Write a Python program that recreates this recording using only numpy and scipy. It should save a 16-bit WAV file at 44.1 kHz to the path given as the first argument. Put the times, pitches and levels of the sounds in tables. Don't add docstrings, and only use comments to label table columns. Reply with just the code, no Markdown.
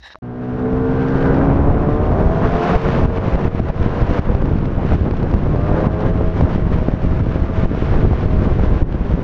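import sys
import numpy as np
from scipy import signal
from scipy.fft import rfft, irfft, next_fast_len
from scipy.io import wavfile
from scipy.ndimage import map_coordinates

SR = 44100
rng = np.random.default_rng(int(sys.argv[2]) if len(sys.argv) > 2 else 0)


def volts(x):
    e = np.asarray(x, float) / 20
    return 10 ** e


def put_to_file(sound):
    columns = np.atleast_2d(sound).T
    safe = np.clip(columns, -1, 1)
    whole_steps = np.round(safe * 32767)
    wavfile.write(sys.argv[1], SR, whole_steps.astype(np.int16))


N = 407043


def unit(x):
    return x / np.sqrt(np.mean(x ** 2) + 1e-20)


def along(points, hz):
    f, v = np.transpose(points)
    return np.interp(np.log(hz + 1), np.log(f + 1), v)


def curves(rows):
    s, *cols = np.transpose(rows)
    return [np.interp(np.arange(N) / SR, s, c) for c in cols]


def wobble(rate, step=1):
    knots = rng.standard_normal(int(N * rate / SR) + 4)
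    return map_coordinates(knots, [np.arange(0, N, step) * rate / SR])


def bumps(rows):
    ms = np.arange(0, N, 64) / SR * 1000
    total_db = sum(db * np.exp(-((ms - 1000 * s) / width_ms) ** 2) for s, db, width_ms in rows)
    return np.interp(np.arange(N) / SR * 1000, ms, total_db)


def filtered(x, response):
    m = next_fast_len(N + SR // 2)
    return irfft(rfft(x, m) * response(np.fft.rfftfreq(m, 1 / SR)), m)[:N]


def resonances(modes, f):
    total = 0
    for k, (centre, width, db) in enumerate(modes):
        damping = 1j * f * width
        total = total + (-1) ** k * volts(db) * damping / (centre * centre - f * f + damping)
    return total


def coloured(spectrum, gate):
    return unit(filtered(gate * rng.standard_normal(N), lambda hz: volts(along(spectrum, hz))))


# f/Hz, level/dB per Hz
SNOW_HISS = [(590, -11), (1000, -2), (1500, -4.5), (2930, -15.5), (4920, -28), (6000, -30), (8000, -26),
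             (15000, -41)]
# t/s, level/dB, width/ms
HISS_SWELLS = [(.228, -1, 14), (.5, 0.5, 73), (1.22, 1.5, 20), (1.6, 0.5, 59), (1.9, 4.5, 16),
               (2.03, -1, 30), (2.45, 0.5, 80), (2.67, 3, 51), (3.05, -4, 89), (3.52, 0, 25),
               (3.73, -1, 40), (4.14, 3, 75), (4.25, 2.5, 23), (4.78, -2.5, 50), (4.94, 5.5, 82),
               (5.65, 0.5, 27), (5.81, 0, 20), (6.38, 4, 20), (6.535, 6, 28), (6.62, 3, 15),
               (6.735, 5.5, 24), (7.05, 2, 20), (7.3, 2.5, 52), (7.5, -4, 63), (7.8, 3, 25),
               (8.13, -2, 18), (8.31, 3, 23), (8.45, 4, 20), (8.56, 0.5, 26), (8.64, 4.5, 29),
               (9.14, 4, 60)]
# t/s, crack level/dB, knock level/dB
ICE_CHIPS = [(0.4364, -42, -32), (0.7277, -31, -29), (1.0844, -27, -26), (1.2585, -28, -28),
             (1.3434, -24.5, -22.5), (1.8871, -32, -18), (2.1874, -32, -14), (2.2697, -29, -20),
             (2.5311, -28, -23), (2.6339, -24, -16), (2.6798, -21, -15), (3.1597, -34, -29),
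             (3.2405, -26, -21), (3.2495, -35, -18), (3.5957, -27, -12.5), (3.6874, -24, -31),
             (3.8267, -25, -26), (4.0183, -27, -25), (4.349, -22, -13), (4.4184, -25, -17),
             (4.4563, -26, -16), (4.5855, -29, -26), (4.6554, -25.5, -21), (4.8319, -37, -19),
             (4.8643, -30, -27), (4.8894, -30, -25), (4.9132, -30, -18), (4.935, -30, -16),
             (5.0574, -33, -29), (5.1098, -22, -20), (5.1374, -30, -20), (5.1694, -24, -27),
             (5.229, -22.5, -34), (5.3118, -26, -30), (5.3393, -24, -16), (5.5594, -29, -15),
             (5.8052, -27, -15), (6.0057, -26, -28), (6.0621, -24, -19), (6.4098, -22, -8.5),
             (6.5076, -33, -18), (6.548, -25, -25), (6.786, -27, -23), (6.8834, -31, -17.5),
             (7.0184, -27, -20), (7.3462, -28, -20), (7.7484, -25, -16), (7.9399, -29, -18),
             (8.0484, -37, -18.5), (8.1324, -32, -12.5), (8.2087, -24, -24), (8.307, -31, -22),
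             (8.5939, -27, -16), (8.9244, -24.5, -18), (8.9431, -31.5, -18)]


def snow():
    firing = np.cos(2 * 2 * np.pi * np.cumsum(curves(SHAFT)[0]) / SR)
    grains = volts(1.3 * wobble(400) + 0.95 * wobble(30)) * (1 + .12 * firing)
    chips, t = np.zeros(N + 400), np.arange(400) / SR
    knock_t60_s, crack_t60_s = 0.0068, 0.025
    for s, crack_db, knock_db in ICE_CHIPS:
        knock_hz = 650 * (1 + 0.095 * rng.standard_normal())
        knock = volts(knock_db + 12 - 60 * t / knock_t60_s) * np.sin(2 * np.pi * knock_hz * t)
        crack = volts(crack_db + 12 - 60 * t / crack_t60_s) * rng.standard_normal(len(t))
        chips[round(s * SR):][:len(t)] += knock + crack
    dull = filtered(chips[:N], lambda hz: resonances([(900, 1600, 0)], hz) / (1 + 1j * hz / 1300))
    drift_db = .3 * wobble(6) + bumps(HISS_SWELLS)
    return volts(curves(FLOW_LEVELS)[1] + 4.5 + drift_db) * coloured(SNOW_HISS, grains) + dull


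# t/s, width/s, level/dB
POWDER = (2.35, .3, -36.5)


def spray():
    at_s, width_s, peak_db = POWDER
    level_db = peak_db - 20 - 9 * ((np.arange(N) / SR - at_s) / width_s) ** 2
    spectrum = [(3800, -30), (5000, -3), (6500, 0), (8000, 3.5), (10000, -11)]
    return volts(level_db) * coloured(spectrum, volts(1.2 * wobble(300)))


# t/s, f/Hz, level/dB
LUG_HUM = [(2.3, 118, -38.5), (2.65, 124, -27.5), (3.1, 131, -27), (3.5, 136, -32), (5.4, 148, -31.5),
           (5.65, 154, -23), (6.1, 171, -23), (6.45, 173.5, -25.5), (6.8, 166, -31.5), (7.3, 172, -30),
           (9.23, 170, -33)]


def track():
    hz, level_db = curves(LUG_HUM)
    turn = 2 * np.pi * np.cumsum(hz) / SR + .4 * wobble(12)
    not_yet = np.arange(N) / SR < LUG_HUM[0][0]
    level_db = level_db - 60 * not_yet + 1.5 * wobble(8)
    octave_db = -11
    return np.sqrt(2) * volts(level_db) * (np.sin(turn) + volts(octave_db) * np.sin(2 * turn))


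# t/s, signed jab size, width/ms, gain cut/dB
HARD_GUSTS = [(2.126, -0.62, 1.8, 1.5), (2.279, 0.55, 4.1, 2), (2.452, 0.96, 2.1, 0), (2.76, -0.88, 4.5, 7),
              (3.057, -0.91, 2, 10), (3.183, -0.44, 1.1, 6.5), (3.282, 0.86, 1.3, 1.5),
              (3.356, 0.62, 1.4, 5.5), (3.456, 0.89, 1.9, 4), (3.481, -0.86, 2, 9), (3.602, -1, 1.3, 10),
              (3.703, 0.74, 4.2, 10), (3.863, -1.8, 1.5, 4.5), (4.028, 0.68, 2.8, 4),
              (4.194, -1.25, 2.4, 11.5), (4.352, 0.76, 2.1, 2.5), (4.628, 0.84, 2.1, 0.5),
              (4.953, -0.56, 1.7, 6), (5.111, 0.71, 0.69, 2), (5.87, -1.3, 1.3, 7.5), (6.11, -0.33, 1.2, 4),
              (6.286, -0.58, 3.5, 2.5), (6.56, -0.79, 1.1, 2), (6.886, -1.85, 0.89, 2.5),
              (6.939, -1.2, 1.6, 3.5), (7.208, -0.11, 2.7, 8), (7.359, -0.87, 0.8, 2),
              (7.657, -0.69, 6.8, 12), (8.05, -0.44, 0.81, 2.5), (8.26, -0.78, 3.7, 6),
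              (8.531, 0.39, 6.7, 3), (8.828, -1.3, 3.4, 14.5)]


def gusts():
    t = np.arange(0, N, 16) / SR
    air_db, ride_db, cut_db = 0, 0, 0
    air_swell_s, ride_swell_s, attack_s, recovery_s = 0.015, 0.25, .003, 0.084
    for s, _, _, depth_db in HARD_GUSTS:
        late = np.maximum(t - s - .002, 0)
        building = depth_db * (late == 0)
        air_db = air_db + 0.045 * building * np.exp(-((t - s) / air_swell_s) ** 2)
        ride_db = ride_db + 0.068 * building * np.exp(-((t - s) / ride_swell_s) ** 2)
        recovery = np.exp(-(late / recovery_s) ** 1.05)
        cut_db = cut_db + depth_db * (1 - np.exp(-late / attack_s)) * recovery
    return [np.interp(np.arange(N) / SR, t, db) for db in (air_db, ride_db, cut_db)]


def jab(s, size, width_ms):
    span = np.arange(-900, 900)
    t = span / SR * 1000 / width_ms[:, None]
    kick = np.exp(-np.sqrt(.16 + 2.2 * t * t)) * 1.7 - .3 * np.exp(-(t / 2.5) ** 2)
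    at = np.clip(np.round(s * SR).astype(int)[:, None] + span, 0, N - 1)
    return np.bincount(at.ravel(), (size[:, None] * kick).ravel(), N)


# t/s, airflow level/dB, snow hiss level/dB
FLOW_LEVELS = [(.22, -42, -54.5), (.7, -23, -45), (1.22, -18, -36), (1.45, -15.5, -40), (1.62, -13, -44.5),
               (2.3, -14, -39), (2.7, -26, -30.5), (2.95, -14.5, -29.5), (3.2, -16, -34.5),
               (4.18, -15.5, -35), (4.45, -14, -41), (5.5, -13.5, -41), (5.85, -15.5, -37.5),
               (6.72, -14.5, -40.5), (7.22, -15, -39), (7.6, -14, -35.5), (8.5, -10.5, -37.5),
               (9.23, -17, -42.5)]
# f/Hz, level/dB per Hz
BUFFET_SPECTRUM = [(8.8, -32), (15, 5), (37, -1), (86, 1), (162, -8), (454, -18.5), (780, -43),
                   (1320, -120)]
# t/s, level/dB, width/ms
HEAVES = [(1.083, -4.2, 52), (1.856, -2, 25), (2.03, 2, 75), (2.155, -3.5, 43), (2.28, 2.5, 70),
          (2.375, -2.5, 55), (2.454, 2, 29), (2.629, -2, 54), (2.754, 3, 80), (2.799, -7.4, 26),
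          (2.928, -1.5, 20), (3.043, 0.5, 70), (3.153, -6, 30), (3.228, -12, 21), (3.317, -8, 18),
          (3.357, 3.5, 35), (3.402, -12, 23), (3.467, 4.1, 48), (3.517, -5.5, 61), (3.602, 3, 27),
          (3.697, 0, 21), (3.737, -12, 32), (3.861, 1, 54), (3.971, -3, 44), (4.021, 2.5, 26),
          (4.061, -5, 32), (4.121, 5, 27), (4.161, -11, 22), (4.195, 0, 30), (4.235, -9.0, 27),
          (4.744, -5.5, 24), (4.954, 1, 30), (5.408, -7, 23), (5.672, -2.5, 32), (5.867, 1.5, 47),
          (5.991, -4, 35), (6.331, -7.5, 27), (6.42, 4.5, 91), (6.525, -3, 39), (6.829, -2.5, 30),
          (6.939, 0.5, 60), (6.969, -6.5, 43), (7.328, -3, 34), (7.463, -7, 25), (7.543, -8, 26),
          (7.658, 1.5, 44), (7.797, -1.5, 85), (8.027, 2.5, 46), (8.296, -4, 22), (8.526, -0.5, 64),
          (8.73, 2, 41), (8.785, -5, 29), (8.83, 2, 34), (8.865, -4.5, 42), (8.975, -6, 17), (9.134, 2, 23)]
# t/s, signed size, width/ms
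OTHER_JABS = [(0.736, -0.49, 1.2), (0.924, -0.47, 0.81), (1.156, -0.9, 1.1), (1.334, -0.38, 0.62),
              (1.385, 0.92, 0.95), (1.403, -0.96, 0.83), (1.432, -1, 1.1), (1.735, 0.27, 1.7),
              (1.89, -0.77, 0.51), (2.544, -0.21, 1.8), (2.721, 0.34, 0.78), (2.741, -0.53, 1.4),
              (2.888, -0.82, 0.34), (2.906, 0.24, 1.4), (2.958, -0.25, 1.7), (3.034, -0.73, 3.5),
              (3.454, 1, 0.84), (3.549, -0.86, 1.8), (3.8, -0.68, 1.6), (4.012, 0.44, 1.8),
              (4.111, -1, 0.67), (4.131, -0.42, 2), (4.304, 0.65, 1.3), (4.424, 0.58, 0.62),
              (4.488, -0.55, 1.3), (4.536, -0.76, 2.2), (4.557, 0.55, 1.5), (4.771, -0.21, 1.5),
              (4.779, -0.79, 3.6), (4.921, -0.76, 0.49), (5.019, 0.66, 2), (5.227, 0.66, 1.7),
              (5.34, 0.52, 0.98), (5.595, -0.45, 0.7), (5.716, 0.78, 1.2), (5.744, 0.99, 0.75),
              (5.83, -0.85, 0.72), (6.035, 0.55, 1.3), (6.065, -1.1, 1.5), (6.158, -1, 1.2),
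              (6.211, -0.78, 0.7), (6.409, 0.89, 1.4), (6.426, 0.8, 1.3), (6.668, -0.69, 1.1),
              (6.718, -0.85, 0.94), (6.758, -0.94, 1.7), (6.788, -0.69, 2.2), (7.05, -0.77, 1.1),
              (7.422, -0.9, 3.1), (7.576, 0.13, 1.6), (7.824, 1, 0.77), (8.112, -0.7, 1.1),
              (8.335, -0.78, 1.6), (8.598, 0.6, 0.74), (8.636, 1, 0.92), (8.724, -0.61, 1.6),
              (8.948, -0.61, 1.5), (9.01, -0.66, 1.7), (9.139, -0.73, 2.3), (9.193, -0.52, 0.82)]


def wind(swell_db):
    heave_db = bumps(HEAVES)
    buffet = volts(curves(FLOW_LEVELS)[0] + swell_db + heave_db)
    air = buffet * coloured(BUFFET_SPECTRUM, volts(1.8 * wobble(65) + 1.1 * wobble(14)))
    s, size, width_ms = np.transpose([row[:3] for row in HARD_GUSTS + OTHER_JABS])
    air += jab(s, 1.34 * size, width_ms)
    from_s, count = 1.8, 40
    when, side, big, wide = rng.random((count, 4)).T
    s = from_s + (np.arange(count) + when) / count * (N / SR - from_s)
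    size = np.sign(side - .6) * 0.33 * (.5 + big) * volts(heave_db[(s * SR).astype(int)])
    air += jab(s, size, 3 * np.exp(0.25 * 3 * (wide - .5)))
    eddies = (rng.random(N) < 60 / SR) * rng.standard_normal(N)

    def eddy_response(hz):
        rise = (hz / 90) / (1 + hz / 90)
        return rise / (1 + (hz / 330) ** 2) / (1 + (hz / 800) ** 4)

    return air + volts(-12.5) * buffet * unit(filtered(eddies, eddy_response))


# t/s, rub level/dB, thud level/dB
SCRAPE_LEVELS = [
    (0, -57, -40),
    (.023, -53, -49),
    (.03, -40.5, -50),
    (.07, -37, -56),
    (.1, -46.5, -58),
    (.112, -39.5, -57),
    (.136, -40.5, -49),
    (.142, -61, -53),
    (.19, -73, -52),
]
# f/Hz, width/Hz, level/dB
MOUNT_MODES = [(845, 820, 1), (1730, 360, 5.5), (2620, 560, 0), (3840, 320, 4), (5270, 460, -3),
               (6600, 310, -13)]
# t/s, peak level/dB, f/Hz
MOUNT_CLICKS = [
    (0.104, -27, 1670),
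    (.146, -28, 1230),
    (.156, -17, 1110),
]


def mount():
    rub_db, thud_db = curves(SCRAPE_LEVELS)

    def plastic(f):
        return sum(resonances([mode], f) ** 2 for mode in MOUNT_MODES) * (1 + (f / 6500) ** 4)

    rub = unit(filtered(volts(.6 * wobble(293)) * rng.standard_normal(N), plastic))
    thud = coloured([(20, -25), (60, 15.0), (150, -10.5), (300, -5), (700, -28)], 1)
    sound = volts(rub_db) * rub + volts(thud_db) * thud
    fizz_s, fizz_span_s = 0.07, .022
    fizz_db = -46 - 8 * ((np.arange(N) / SR - fizz_s) / fizz_span_s) ** 2
    sound += volts(fizz_db) * coloured([(4500, -47), (7500, 2), (12000, -5.0), (15000, -26)], 1)
    t = np.arange(2000) / SR
    for s, db, hz in MOUNT_CLICKS:
        snap = np.sin(2 * np.pi * hz * t) + 0.031 * np.sin(2 * np.pi * 3600 * t)
        ring = volts(db - 25 - 60 * t / .15) * np.sin(2 * np.pi * 640 * t)
        sound[round(s * SR):][:len(t)] += volts(db - 60 * t / .006) * snap + ring
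    return sound


# t/s, shaft f/Hz, load level/dB, exhaust and intake level/dB toward the port
SHAFT = [(.22, 60.7, -37, -28.5, -33.5), (.63, 62.6, -25, -15.5, -26.5), (.78, 64.3, -23.5, -18, -24),
         (1.3, 67.08, -14.5, -5, -40), (1.6, 69.63, -16.5, -21, -21.5), (2.13, 76.9, -19, -20, -16.5),
         (2.53, 86.2, -15, -15.5, -17.5), (2.72, 88.66, -11.5, -28, -14), (2.9, 90.9, -17.5, -26, -19.5),
         (3.85, 93.54, -19, -16.5, -22.5), (4.15, 97.7, -17, -16, -21), (4.6, 96.75, -23.5, -30, -37.5),
         (5.56, 97.3, -24, -22, -26), (5.89, 105.4, -15.5, -14.5, -22.5), (6.17, 107.3, -22.5, -18, -26.5),
         (6.79, 104.3, -25, -39, -29), (7.4, 108.3, -24, -40.5, -26), (9.23, 100.6, -26, -26, -31)]
# f/Hz, width/Hz, level/dB
PIPE_MODES = [
    [(120.8, 28, 2.5), (190.7, 17, -0.5), (251.7, 62, 3.5), (368, 74, -3.5)],
    [(446.5, 21.4, 0), (536, 62, -14.5), (756, 73, -13.5)],
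    [(1180, 100, -10), (1430, 130, -6.5), (1572, 80, -6.5), (1820, 180, -14)],
    [(87, 43, 1), (666, 214, -3.5), (1037, 72, -7), (1185, 61, -9)],
]
# level/dB, dB per Hz over idle, share of load, of exhaust, of intake
VOICE_MIX = [
    (-4, -0.266, 0.8, .01, 0.019),
    (1, 0.0213, 0.012, 0.9, .01),
    (-9, -0.1048, .01, 1.14, .01),
    (-1.7, 0.1017, 0.033, 0.03, 1),
]
STAGES = (62, 78, 88, 90.5, 97.5, 100)
# order, level/dB pulling away, cruising, flat out
ORDER_SHIFTS = [(1, -7, -7, -7), (2, 2, 3, 0), (3, -9, -6, -4), (4, 0, 2, 3), (5, 5.5, 4, 7),
                (6, -3, 2, 4.5), (7, -.5, 2, -1), (8, 4, -7, -4), (9, -3.5, -3, -3), (10, -1.5, 0, -1.5),
                (11, -2, 5, 4), (12, 0, -4, -3), (13, 0, -1, -2.5), (14, 0, 0, 0), (15, 4, 3, 5),
                (16, 1, 0, 4), (17, 3, 4, 2), (19, 4, 2, 0)]
# f/Hz, level/dB per Hz
ROAR_SPECTRUM = [(60, -42), (150, 5.5), (260, -4.5), (500, -5.5), (900, -11), (1500, -21), (2500, -37),
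                 (5000, -68.5)]
# t/s, width/s, orders level/dB, roar level/dB
THROTTLE_BLIP = (5.71, .17, 5, -2)


def engine():
    idle_hz = 60
    shaft_hz, *controls_db = curves(SHAFT)
    coarse_hz = shaft_hz[::64]
    controls = [c[::64] for c in (shaft_hz - idle_hz, *controls_db)]
    voices_db = [db + np.dot(shares, controls) for db, *shares in VOICE_MIX]
    turn = 2 * np.pi * np.cumsum(shaft_hz * (1 + .0015 * wobble(14))) / SR
    tone = np.zeros(N)
    pull = np.interp(coarse_hz, STAGES[:2], [0, 1])
    for k in range(1, 31):
        pipe = 0
        for modes, db in zip(PIPE_MODES, voices_db):
            pipe = pipe + volts(db) * sum(np.abs(resonances([mode], k * coarse_hz)) ** 2 for mode in modes)
        order_db = -(1.5 + 0.32 * k) * (k % 2) * (1 - 0.26 * pull)
        for order, away, cruise, flat_out in ORDER_SHIFTS:
            if order == k:
                order_db = order_db + np.interp(coarse_hz, STAGES, [0, away, away, cruise, cruise, flat_out])
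        shake_db = .8 * wobble(5, 64) + 1.1 * wobble(20, 64)
        drift_db = coarse_hz / 60 * shake_db - (coarse_hz - 60) / 30
        flutter = 0.0027 * (coarse_hz - idle_hz + 5) * np.sqrt(k) * wobble(25, 64)
        flutter = flutter + rng.uniform(0, 2 * np.pi)
        at, knots = np.arange(N) / 64, np.arange(len(pipe))
        size = np.interp(at, knots, pipe * volts(order_db + drift_db))
        tone += size * np.sin(k * turn + np.interp(at, knots, flutter))
    puffs = 1 + .35 * np.cos(2 * turn) + 0.17 * np.cos(turn)
    roar = coloured(ROAR_SPECTRUM, puffs * volts(2.1 * wobble(30)))
    at_s, width_s, orders_db, roar_db = THROTTLE_BLIP
    blip = np.exp(-((np.arange(N) / SR - at_s) / width_s) ** 2)
    roar_level_db = controls_db[0] - 1.5 + roar_db * blip + .7 * wobble(7)
    return volts(orders_db * blip) * tone + volts(roar_level_db) * roar


# start t/s, end t/s
SILENCE = (.187, 0.2207)


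def scene():
    t = np.arange(N) / SR
    before = t < SILENCE[0]
    after = np.clip((t - SILENCE[1]) / 0.0045, 0, 1)
    swell_db, ride_db, cut_db = gusts()
    ride = volts(ride_db - cut_db - 2.0) * (engine() + snow())
    air = volts(-1.0 - 0.4 * cut_db) * wind(swell_db)
    slip = volts(-cut_db) * (track() + spray())
    return (before * mount() + after * (ride + air + slip))[None]


def roll_off(x):
    return signal.sosfilt(signal.butter(12, 15800, fs=SR, output="sos"), x)


# f/Hz, level/dB
HOUSING = [(5800, -0.5), (7000, -11.5), (8300, -27.5), (9500, -22.5), (11500, -25.5), (13500, -37),
           (16000, -42)]


def record(dry):
    held = dry / (1 + (dry / .98) ** 4) ** (1 / 4)
    muffled = filtered(held[0], lambda hz: volts(along(HOUSING, hz)))[None]
    muffled[:, round(SILENCE[0] * SR) - 2:round(SILENCE[1] * SR) - 40] = 0
    return roll_off(muffled)


dry = scene()
out = record(dry)
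put_to_file(out)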